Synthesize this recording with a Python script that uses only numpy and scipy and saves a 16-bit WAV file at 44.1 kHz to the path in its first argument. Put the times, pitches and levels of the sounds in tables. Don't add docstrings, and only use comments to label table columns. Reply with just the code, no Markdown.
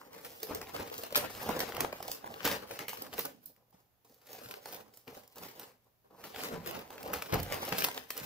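import sys
import numpy as np
from scipy import signal
from scipy.fft import rfft, irfft, next_fast_len
from scipy.io import wavfile
from scipy.ndimage import uniform_filter1d, map_coordinates

SR = 44100
rng = np.random.default_rng(int(sys.argv[2]) if len(sys.argv) > 2 else 0)


def natural_amplitude(level_db):
    exponent = np.asarray(level_db, float) / 20
    return 10 ** exponent


def bounce(signal):
    frames = np.transpose(np.atleast_2d(signal))
    limited = np.clip(frames, -1, 1)
    pcm = np.round(limited * 32767).astype(np.int16)
    wavfile.write(sys.argv[1], SR, pcm)


N = 363825


def unit(x):
    return x / np.sqrt(np.mean(x ** 2) + 1e-20)


def along(points, hz):
    f, v = np.transpose(points)
    return np.interp(np.log(hz + 1), np.log(f + 1), v)


def wobble(rate):
    return map_coordinates(rng.standard_normal(N // 100), [np.arange(N) * rate / SR])


def filtered(x, response):
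    m = next_fast_len(x.shape[-1] + 8192)
    return irfft(rfft(x, m) * response(np.fft.rfftfreq(m, 1 / SR)), m)[..., :x.shape[-1]]


def paired(pair, alike):
    def mid_side(hz):
        turn = np.arccos(np.clip(along(alike, hz), -1, 1)) / 2
        return np.array([np.cos(turn), np.sin(turn)])
    mid, side = filtered(pair, mid_side)
    return np.array([mid + side, mid - side])


# (frequency [Hz], density [dB per Hz])
HISS_SPECTRUM = [(18, -38.5), (30, -5), (114, 1.5), (309, -7.5), (626, -6), (1340, -14), (3720, -18.5),
                 (7350, -21.5), (8370, -28), (12400, -14.5), (15700, -21)]
# (frequency [Hz], level [dB])
MAINS_HUM = [(118.4, -83)]


def background():
    hiss = filtered(rng.standard_normal((2, N)), lambda hz: natural_amplitude(along(HISS_SPECTRUM[:-1], hz)))
    hiss = unit(paired(hiss, [(100, 0.41), (600, 0.55), (2000, .05)]))
    t = np.arange(N) / SR
    hum = sum(natural_amplitude(db + 3 + 1.2 * wobble(6)) * np.sin(2 * np.pi * hz * t) for hz, db in MAINS_HUM)
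    return natural_amplitude(-74) * hiss + hum


# (frequency [Hz], density [dB per Hz])
PAPER_SPECTRUM = [(18, -42), (35, -30), (70, -13.5), (170, -8.5), (450, -1.5), (800, -3), (1500, -7),
                  (3000, -11.5), (3400, -15), (5000, -19), (8200, -31.5), (10500, -33), (12300, -28),
                  (15700, -25.5)]
# (frequency [Hz], width [Hz], level [dB])
BOX_MODES = [(176, 28, 5), (285.3, 64, 5), (467, 78, -4.5), (609.4, 64, 3), (791, 82, -9), (979, 93, 4)]
REGISTER_EDGES = [6000, 1300, 250]


def registers(hz):
    below = [1 / (1 + (hz / edge) ** 4) for edge in REGISTER_EDGES]
    hollow = natural_amplitude(-4.0)
    for k, (centre, width, db) in enumerate(BOX_MODES):
        damping = 1j * hz * width
        hollow = hollow + (-1) ** k * natural_amplitude(db) * damping / (centre ** 2 - hz ** 2 + damping)
    shares = [1 - below[0],
              below[0] * (1 - below[1]),
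              below[1] * (1 - below[2]) * hollow,
              below[2]]
    colour = natural_amplitude(along(PAPER_SPECTRUM, hz))
    return np.array([unit(colour * np.abs(s)) * np.exp(1j * np.angle(s)) for s in shares])


def crackles(per_second, spread_db, clump_db, slide_db):
    chance, size, sign = rng.random(N), rng.exponential(1, N), rng.standard_normal(N)
    ticks = (chance < per_second / SR) * natural_amplitude(spread_db * np.minimum(size, 2.4)) * sign
    bed = unit(ticks) + natural_amplitude(slide_db) * rng.standard_normal(N)
    starts = (rng.random(N) < 45 / SR) * rng.exponential(1, N)
    dying = natural_amplitude(-60 * np.arange(4000) / SR / 0.079)
    runs = signal.fftconvolve(starts, dying)[:N]
    return unit(bed * (1.53 + runs) * natural_amplitude(clump_db * wobble(70)))


# (offset [dB], share of weight [ratio], growth [ratio])
REGISTER_ANSWER = [(3.5, 0.011, 1.01), (-5.5, 0.82, 1.395), (0.83, 1.053, 0.92), (-11, 1.414, 1.07)]


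def moves(rows, rise_db_per_s, fall_db_per_s):
    start, hold, db, weight_db = np.transpose(rows)[:, :, None]
    usual_db = -52
    t = np.arange(0, N + 64, 64) / SR
    early, late = np.maximum(start - t, 0), np.maximum(t - start - hold, 0)
    shape_db = -rise_db_per_s * early - fall_db_per_s * late
    powers = []
    for offset_db, share, growth in REGISTER_ANSWER:
        peak_db = usual_db + growth * (db - usual_db) + offset_db + share * weight_db
        power = (natural_amplitude(shape_db + peak_db) ** 2).sum(axis=0)
        powers.append(np.interp(np.arange(N) / SR, t, power))
    return np.array(powers)


# (time [s], strength [dB], weight [dB])
JERKS = [(.01, -61, 3), (0.149, -51.5, 6), (0.251, -51.5, 2), (.435, -51, -6), (0.519, -54, 16),
         (.678, -59, -2), (1.163, -37.5, -4), (1.246, -48.5, 12), (1.337, -50, -22), (1.497, -59, 16.5),
         (1.812, -57, -4), (1.932, -61.5, 9.5), (1.961, -51, 3), (2.116, -38.5, -35), (2.463, -34, 1.5),
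         (2.52, -52, 10.5), (2.631, -69, 19.5), (2.81, -51, 8), (3.142, -47.5, 3), (3.192, -45.5, 2.5),
         (3.256, -52.5, 10), (4.781, -65.5, 15), (5.866, -89.5, 15), (7.1, -69, 26), (7.337, -50, 19.5),
         (7.787, -35, -8), (7.85, -54, -3)]
# (time [s], hold [s], strength [dB], weight [dB])
LIFTING_PULLS = [(0.052, 0.21, -66, 6.5), (0.238, 0.29, -55, -3), (0.511, 0.15, -56.5, 4.5),
                 (0.757, 0.078, -51.5, 8.5), (0.929, 0.12, -51, 1.5), (1.171, 0.03, -52, 9.5),
                 (1.407, 0.13, -47.5, 0), (1.6, 0.078, -49, 5), (1.788, 0.039, -52.5, 12.5),
                 (2.039, 0.11, -55, 3), (2.257, 0.11, -60, 8.5), (2.471, 0.062, -43, 3.5),
                 (2.727, 0.032, -50.5, 2), (2.904, 0.071, -57.5, -1.5), (3.027, 0.0092, -54.5, 7.5),
                 (3.192, 0.011, -45.5, -18)]
# (time [s], hold [s], strength [dB], weight [dB])
SHEET_RELEASES = [(3.46, 0.016, -65, -33), (3.727, 0.061, -71.5, 0.5), (4.048, 0.12, -69, -3),
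                  (4.937, 0.0087, -63, -9), (5.072, 0.093, -64.5, 9), (5.357, 0.035, -65, 10),
                  (6.045, 0.01, -81.5, 12), (6.104, 0.14, -84.5, 19.5), (.495, .02, -62.5, 11),
                  (6.662, 0.033, -49, 3), (7.134, 0.016, -45.5, 4), (2.883, 0.034, -46, -13),
                  (8.105, 0.044, -65, -10)]
# (time [s], hold [s], strength [dB], weight [dB])
PARCEL_HEAVES = [
    (1.485, 0.056, -53.5, 16),
    (7.06, 0.023, -60, 14),
    (4.86, 0.065, -80.5, 11.5),
    (6.57, 0.044, -64, 8),
    (0.71, 0.1, -61, 4),
    (6.93, 0.065, -61.5, 5.5),
    (1.3, 0.1, -52, -3.5),
    (1.4, 0.012, -61.5, 14),
]
# (time [s], hold [s], strength [dB], weight [dB])
TUCKING_PULLS = [
    (3.578, 0.058, -91, 12.5),
    (4.31, 0.048, -54, -1),
    (4.414, 0.14, -56, 0.5),
    (4.68, .006, -53, -2),
    (4.729, 0.03, -51, 0),
    (4.97, 0.01, -65, -14),
    (5.159, 0.015, -53.5, -2),
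    (5.408, 0.066, -52.5, -0.5),
    (5.587, 0.061, -56.5, 2),
]
# (time [s], hold [s], strength [dB], weight [dB])
TURNING_PULLS = [(6.259, 0.012, -52.5, 1), (6.392, 0.06, -46, 2), (6.529, 0.015, -57.5, 15.5),
                 (6.69, 0.093, -52, 7.5), (6.92, 0.0023, -60, 6), (7.02, 0.13, -59.5, 6.5),
                 (7.143, 0.0029, -66, 2), (7.268, 0.03, -51.5, 3), (7.357, 0.03, -50, 10),
                 (7.532, 0.0045, -46.5, 8), (7.641, 0.018, -45, 3.5), (7.703, 0.071, -49.5, 4),
                 (7.831, 0.0057, -43, 3.1), (7.967, 0.011, -50, 1.5), (8.206, 0.03, -46.5, 1)]


def handling():
    pulls = moves(LIFTING_PULLS + TUCKING_PULLS + TURNING_PULLS + PARCEL_HEAVES, 199.5, 208)
    pulls = pulls + moves(SHEET_RELEASES, 6000, 208)
    tugs = moves([(s, 0, db, weight_db) for s, db, weight_db in JERKS], 693, 354.5)
    creases = LIFTING_CREASES + FOLDING_CREASES + TURNING_CREASES
    tugs = tugs + moves([(s, 0, db - 27, blunt_db + 2) for s, db, blunt_db in creases], 6000, 605)

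    fine = crackles(1100, spread_db=4.5, clump_db=1.5, slide_db=2.5)
    crisp = crackles(600, spread_db=3.5, clump_db=1.5, slide_db=-5)
    crackle = fine + 0.46 * crisp
    rustle = 2.4 * fine + 0.21 * crisp
    box = 0.63 * fine + 0.69 * crisp
    flap = rng.standard_normal(N)
    layers = filtered(np.array([crackle, rustle, box, flap]), registers)
    effort = np.sqrt(np.abs(uniform_filter1d(layers ** 2, size=3200)) + 1e-9)
    return (np.sqrt(pulls + tugs) * layers / effort).sum(axis=0)


def knocks(events, turns, puff):
    out, t = np.zeros(N + 9000), np.arange(9000) / SR
    for s, db, hz in events:
        air = uniform_filter1d(rng.standard_normal(len(t)), size=int(SR / hz / 3))
        air = unit(air - uniform_filter1d(air, size=int(SR / hz)))
        shape = (1 - np.exp(-t * hz * 0.79)) * natural_amplitude(-60 * t * hz / turns)
        ring = np.sin(2 * np.pi * hz * t) + puff * air
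        out[round(s * SR):][:len(t)] += natural_amplitude(db + 8.0) * shape * ring
    return out[:N]


# (time [s], level [dB], pitch [Hz])
PANEL_POPS = [(0.014, -45, 1090), (0.514, -51, 800), (1.63, -31.5, 746), (1.845, -26, 814),
              (1.927, -32.5, 582), (2.003, -38.5, 724), (2.475, -25, 867), (7.134, -32, 1287),
              (8.105, -30.5, 1800), (3.726, -58, 813), (7.629, -28.5, 820), (7.733, -32, 1960),
              (7.821, -23, 1690), (7.885, -25.5, 970), (7.977, -32, 1800)]


def pops():
    return knocks(PANEL_POPS, turns=15.0, puff=0.59)


# (time [s], level [dB], bluntness [dB])
LIFTING_CREASES = [(0.1306, -38, -19), (0.2472, -34, -4), (0.402, -30.5, -19), (0.4304, -20.5, -13),
                   (0.5342, -36, -3), (0.5477, -21.5, -16), (0.6145, -28.5, -1.5), (0.7497, -48, 16),
                   (0.7632, -38, 15.5), (0.9796, -24, -20), (1.035, -25.5, -3), (1.1247, -31, -2),
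                   (1.1606, -5, -15), (1.3495, -32, -3.5), (1.4294, -28.5, -16), (1.491, -52, 2),
                   (1.6031, -17, 0), (1.7215, -40.5, 11.5), (1.7477, -30.5, 0), (1.7665, -24.5, 3.5),
                   (1.8055, -12.5, -11), (1.8487, -38, 3), (1.9258, -36, 8.5), (2.0265, -25.5, -7),
                   (2.0798, -24, -14.5), (2.1151, -18.5, -13)]
# (time [s], level
# [dB], bluntness [dB])
STRAY_CRACKS = [(0.468, -32, 3), (0.67, -45, 12), (1.1556, -6.5, -6.5), (1.1752, -14.5, -21),
                (1.5917, -17, -11), (1.959, -42, -5), (3.18, -28, -5), (3.563, -54.5, -4),
                (3.7264, -58, -15), (4.0474, -57.5, -10), (4.0954, -52, -9), (4.143, -48, -22),
                (4.268, -38, -30), (4.459, -43.5, 8.5), (4.972, -34, -19), (5.324, -48, -24),
                (6.046, -65, 0), (6.1034, -67.5, -10), (6.791, -32, 1), (6.904, -36, 2),
                (7.0758, -32.5, -12), (7.733, -34, 6), (7.837, -23, -5), (8.176, -22, -24),
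                (0.1462, -37, -6), (0.8989, -33, -2), (1.1476, -25, 7), (1.6299, -34, -13),
               (2.2433, -59, -10), (2.4547, -21, -18), (2.4647, -25, -10), (2.475, -14, -8),
               (2.525, -25, 2), (2.809, -43, -8), (2.9075, -44, -13), (2.9314, -33, -4),
               (3.4605, -31.5, -26), (4.4457, -49, -1), (4.573, -54, -6), (5.1058, -54, -5),
               (6.5131, -51, -8), (6.5547, -58, -10), (6.7103, -23.5, -1), (6.8713, -60, -6),
               (7.4, -23, -9), (7.4782, -49, -6), (7.6886, -25, -14), (7.8216, -24, -10), (7.8418, -13, -4),
               (7.8858, -27, -1)]
# (time [s], level [dB], bluntness [dB])
FOLDING_CREASES = [(2.3397, -38.5, 8.5), (2.405, -38.5, 11), (2.429, -50, -2), (2.4512, -14, -19),
                   (2.5137, -21, -1), (2.7108, -30.5, -1), (2.79, -22.5, 3), (2.8828, -31, 4.5),
                   (2.972, -28, -3.5), (3.0211, -21.5, -26), (3.1288, -46, 14), (3.1943, -24.5, -0.5),
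                   (3.2521, -21, -18), (4.318, -37, -28), (4.33, -30, -19), (4.388, -42, 3),
                   (4.5102, -30, -0.5), (4.5396, -36, 2), (4.6567, -27, -9), (4.7249, -33.5, -8),
                   (4.7446, -32, -12), (4.9375, -49.5, -3), (5.078, -42, 6), (5.2766, -41, -24),
                   (5.3577, -36, -27), (5.3822, -32.5, -14), (5.4075, -38, -16), (5.4347, -33, -6),
                   (5.5954, -25, -17)]
# (time [s], level [dB], bluntness [dB])
TURNING_CREASES = [(6.2395, -35.5, 2.5), (6.3452, -37, 10), (6.36, -35, 9.5), (6.405, -24, -4),
                   (6.4351, -24, -5), (6.6731, -27, -10), (6.979, -39.5, 8.5), (7.029, -28, -8),
                   (7.1373, -18.5, -12), (7.222, -23.5, 0.5), (7.324, -24.5, -10), (7.3408, -17, -26),
                   (7.4307, -24.5, -11), (7.501, -37, -10), (7.5228, -19, -4), (7.542, -22.5, -10),
                   (7.6504, -17.5, -24), (7.724, -22, 10), (7.7824, -19, -7), (7.8053, -23.5, -6),
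                   (7.8457, -9.5, -12), (7.913, -30, 2), (7.9446, -32, -4), (7.9763, -31, 7.5),
                   (8.1043, -18.5, -14), (8.1674, -28, -7)]


def snaps():
    out, t = np.zeros((4, N + 800)), np.arange(800) / SR
    creep = (1 - np.exp(-(t / .0011) ** 2)) * natural_amplitude(-60 * t / .016)
    crack_at = round(.0013 * SR)
    creases = LIFTING_CREASES + FOLDING_CREASES + TURNING_CREASES
    for s, db, blunt_db in creases + STRAY_CRACKS:
        spikes = rng.standard_normal((2, len(t))) * natural_amplitude(1.1 * rng.standard_normal(len(t)))
        sharp, blunt = (unit(b) for b in spikes * creep)
        sharp[crack_at] += natural_amplitude(8) * np.sign(spikes[1, 0])
        at = round((s - .0004) * SR)
        crackle = sharp - 0.25 * np.roll(sharp, 1)
        rustle = 1.2 * sharp + 0.15 * blunt
        out[0, at:at + len(t)] += natural_amplitude(db - 17.0) * crackle
        out[1, at:at + len(t)] += natural_amplitude(db + blunt_db - 20.5) * rustle
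        out[2, at + 50] += natural_amplitude(db + 7 + 0.55 * blunt_db) * np.sign(spikes[0, 0])
    return filtered(out[:, :N], registers).sum(axis=0)


# (time [s], level [dB], pitch [Hz])
BOX_BUMPS = [(.15, -55, 170), (1.33, -45.5, 55), (3.345, -48, 223), (3.459, -49.5, 169), (3.74, -56, 176),
             (4.1, -56, 230), (4.451, -52, 111), (5.08, -39, 250), (5.401, -41, 173.5), (7.15, -45.5, 66.1),
             (7.719, -32.5, 176), (8.21, -40, 130)]


def bumps():
    return knocks(BOX_BUMPS, turns=9.1, puff=0.58)


# (time [s], level [dB], pitch [Hz])
PANEL_FLICKS = [(0.429, -36, 426), (0.51, -23, 466), (0.534, -27, 452), (0.614, -32, 452),
                (0.764, -25, 1020), (0.979, -45, 450), (1.035, -32, 600), (1.577, -28, 430),
                (1.635, -20, 458), (1.72, -37, 676), (1.746, -28, 463), (1.77, -28, 450), (1.926, -28, 511),
                (2.004, -34, 538), (2.026, -35, 660), (2.072, -42, 748), (2.098, -29, 579),
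                (2.243, -33, 934), (2.456, -6.5, 1760), (2.465, -16, 540), (2.475, -23, 420),
                (2.512, -33, 797), (2.523, -31, 579), (2.787, -40, 1050), (2.882, -35, 1560),
                (2.933, -37, 891), (3.191, -31, 463), (4.804, -47, 796), (5.076, -37, 437),
                (5.17, -35, 506), (6.045, -55, 536), (6.103, -54.5, 445), (6.13, -50, 468),
                (6.176, -49, 770), (6.235, -37, 816), (7.131, -25, 528), (7.715, -38, 474),
                (7.722, -21, 1490), (7.734, -25, 650), (7.808, -30, 1740), (7.821, -25, 589),
                (7.884, -23, 630), (8.104, -18.5, 1780), (8.166, -27, 2990), (8.235, -38, 1710),
                (1.126, -26, 600), (1.1555, -23, 900), (1.1603, -17.5, 1200), (1.177, -20, 650),
                 (1.531, -22, 480), (1.603, -21, 1560), (1.781, -19, 700), (1.8052, -15, 1500),
                 (1.8465, -12.5, 696), (1.8490, -12, 950), (7.6305, -18, 750), (7.5215, -23, 900),
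                 (6.362, -31, 1600), (6.793, -31, 800), (6.906, -32, 800)]


def flicks():
    out, t = np.zeros(N + 1500), np.arange(1500) / SR
    for s, db, hz in PANEL_FLICKS:
        swing = np.sin(2 * np.pi * hz * t) + 0.13 * np.sin(2 * np.pi * 2.3 * hz * t)
        out[round(s * SR):][:len(t)] += natural_amplitude(db - 6.5 - 60 * t * hz / 5) * swing
    return out[:N]


# (time [s], level [dB], pitch [Hz])
WALL_DENTS = [(0.43, -30.5, 426), (0.493, -30, 460), (0.553, -24.5, 427), (0.748, -26.5, 557),
              (0.914, -28, 477), (1.035, -22.5, 645), (1.107, -40, 446), (1.124, -27, 540),
              (1.236, -45, 412), (1.462, -28, 493), (1.505, -32, 440), (1.566, -25.5, 480),
              (1.721, -41, 684), (1.803, -33.5, 302), (2.083, -28, 730), (2.243, -28.5, 915),
              (2.274, -27, 960), (2.708, -25, 550), (2.931, -28.5, 880), (3.136, -29.5, 750),
              (3.186, -22.5, 448), (3.249, -28.5, 774), (4.363, -58, 575), (4.414, -40, 580),
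              (4.486, -40, 513), (4.57, -36, 500), (4.658, -29.5, 870), (5.423, -41, 820),
              (6.107, -44.5, 456), (6.434, -37, 455), (6.712, -27, 413), (6.788, -36, 453),
              (6.904, -28, 791), (7.059, -28, 540), (7.221, -42, 1030), (7.284, -37, 450),
              (7.302, -31, 454), (7.331, -17, 493), (7.52, -29.5, 450), (7.681, -28, 523),
              (7.782, -22, 654)]


def dents():
    return natural_amplitude(-3.5) * knocks(WALL_DENTS, turns=12, puff=0.27)


# (time [s], level [dB], pitch [Hz])
PARCEL_THUDS = [
    (.512, -33, 187),
    (.795, -41, 82),
    (6.523, -30.5, 205.4),
    (6.535, -31, 161),
    (7.325, -23, 125),
    (7.34, -29, 50.4),
]


def thuds():
    return knocks(PARCEL_THUDS, turns=6.5, puff=0.76)


# (time [s], level [dB])
COAT_SPARKS = [(1.1554, -19), (1.1621, -15), (1.8064, -10), (2.1153, -34), (2.8828, -18.5), (3.1925, -9.5),
               (3.4593, -35), (5.5947, -39), (7.1337, -16), (7.339, -28), (7.43, -22), (7.8476, -19),
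               (8.105, -29)]
# (time [s], level [dB])
RUN_AND_LONE_SPARKS = [
    (3.4580, -16),
    (3.4597, -5),
    (3.4615, -16),
    (3.4645, -18),
    (3.4695, -20),
    (1.1614, -1),
    (1.8056, -9),
]


def sparks():
    s, db = np.transpose(COAT_SPARKS)
    blows = np.bincount(np.round(s * SR).astype(int), natural_amplitude(db + 13.5), minlength=N)
    for at, blow_db in RUN_AND_LONE_SPARKS:
        blows[round(at * SR)] += natural_amplitude(blow_db)
    return filtered(blows, lambda hz: 1 / (1 + (11760 / (hz + 1)) ** 8))


# (frequency [Hz], left-right likeness [ratio])
PORT_LIKENESS = [(60, 1), (130, 0.93), (290, 0.78), (450, 0.64), (640, 0.22), (1410, 0.099), (3100, 0.034),
                 (6820, 0.024), (15000, 0.025)]
# (frequency [Hz], decay by 60 dB [s])
ROOM_DECAY = [(150, 0.53), (600, 0.18), (3000, 0.3), (12000, 0.21)]


def paths():
    t = np.arange(SR // 4) / SR
    near = rng.standard_normal((2, len(t))) * natural_amplitude(-60 * t / 0.0049)
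    near[[0, 1], [0, 2]] += 5 * np.sign(near[:, 0])
    hz, frames, z = signal.stft(rng.standard_normal((2, len(t))), SR, nperseg=256)
    decay = natural_amplitude(-60 * frames / along(ROOM_DECAY, hz)[:, None])
    tail = signal.istft(z * decay, SR, nperseg=256)[1][:, :len(t)]
    tail = tail * (1 - np.exp(-(t / 0.0015) ** 2))
    both = near / np.linalg.norm(near[0]) + natural_amplitude(-9.5) * tail / np.linalg.norm(tail[0])
    heard = rfft(paired(np.pad(both, ((0, 0), (256, 0))), PORT_LIKENESS))
    broad = uniform_filter1d(np.abs(heard) ** 2, size=22)
    return irfft(heard / np.sqrt(broad + 1e-6))


def room(x):
    hop = SR // 16
    out, fade = np.zeros((2, N + SR)), np.hanning(2 * hop + 1)[:-1]
    x = np.pad(x, (hop, 2 * hop))
    for at in range(0, N + hop, hop):
        heard = signal.fftconvolve((x[at:at + 2 * hop] * fade)[None], paths(), axes=1)
        out[:, at:at + heard.shape[1]] += heard
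    return out[:, hop + 256:][:, :N]


def scene():
    paper = handling() + pops() + snaps() + bumps() + dents() + thuds() + sparks()
    flick = flicks()
    straight = np.array([np.roll(flick, round(.00007 * SR)), flick])
    return room(paper + natural_amplitude(-6) * flick) + straight + background()


def low_pass(x):
    return signal.sosfilt(signal.butter(12, 16830, fs=SR, output="sos"), x)


# (frequency [Hz], left minus right [dB])
PORT_COLOUR = [(30, 4.5), (60, -2.5), (99, 1), (160, -3.5), (270, -1.5), (450, 4), (740, -8), (1220, 4.5),
               (2010, 5), (3330, 4), (5500, 6), (9080, -4.5), (15000, -8)]


def record(dry):
    def ports(hz):
        limit = natural_amplitude(-53.5) + 1 / (1 + (hz / 15630) ** 300)
        return natural_amplitude(along(PORT_COLOUR, hz) * [[.5], [-.5]]) * limit
    return low_pass(filtered(dry, ports))


dry = scene()
out = record(dry)
bounce(out)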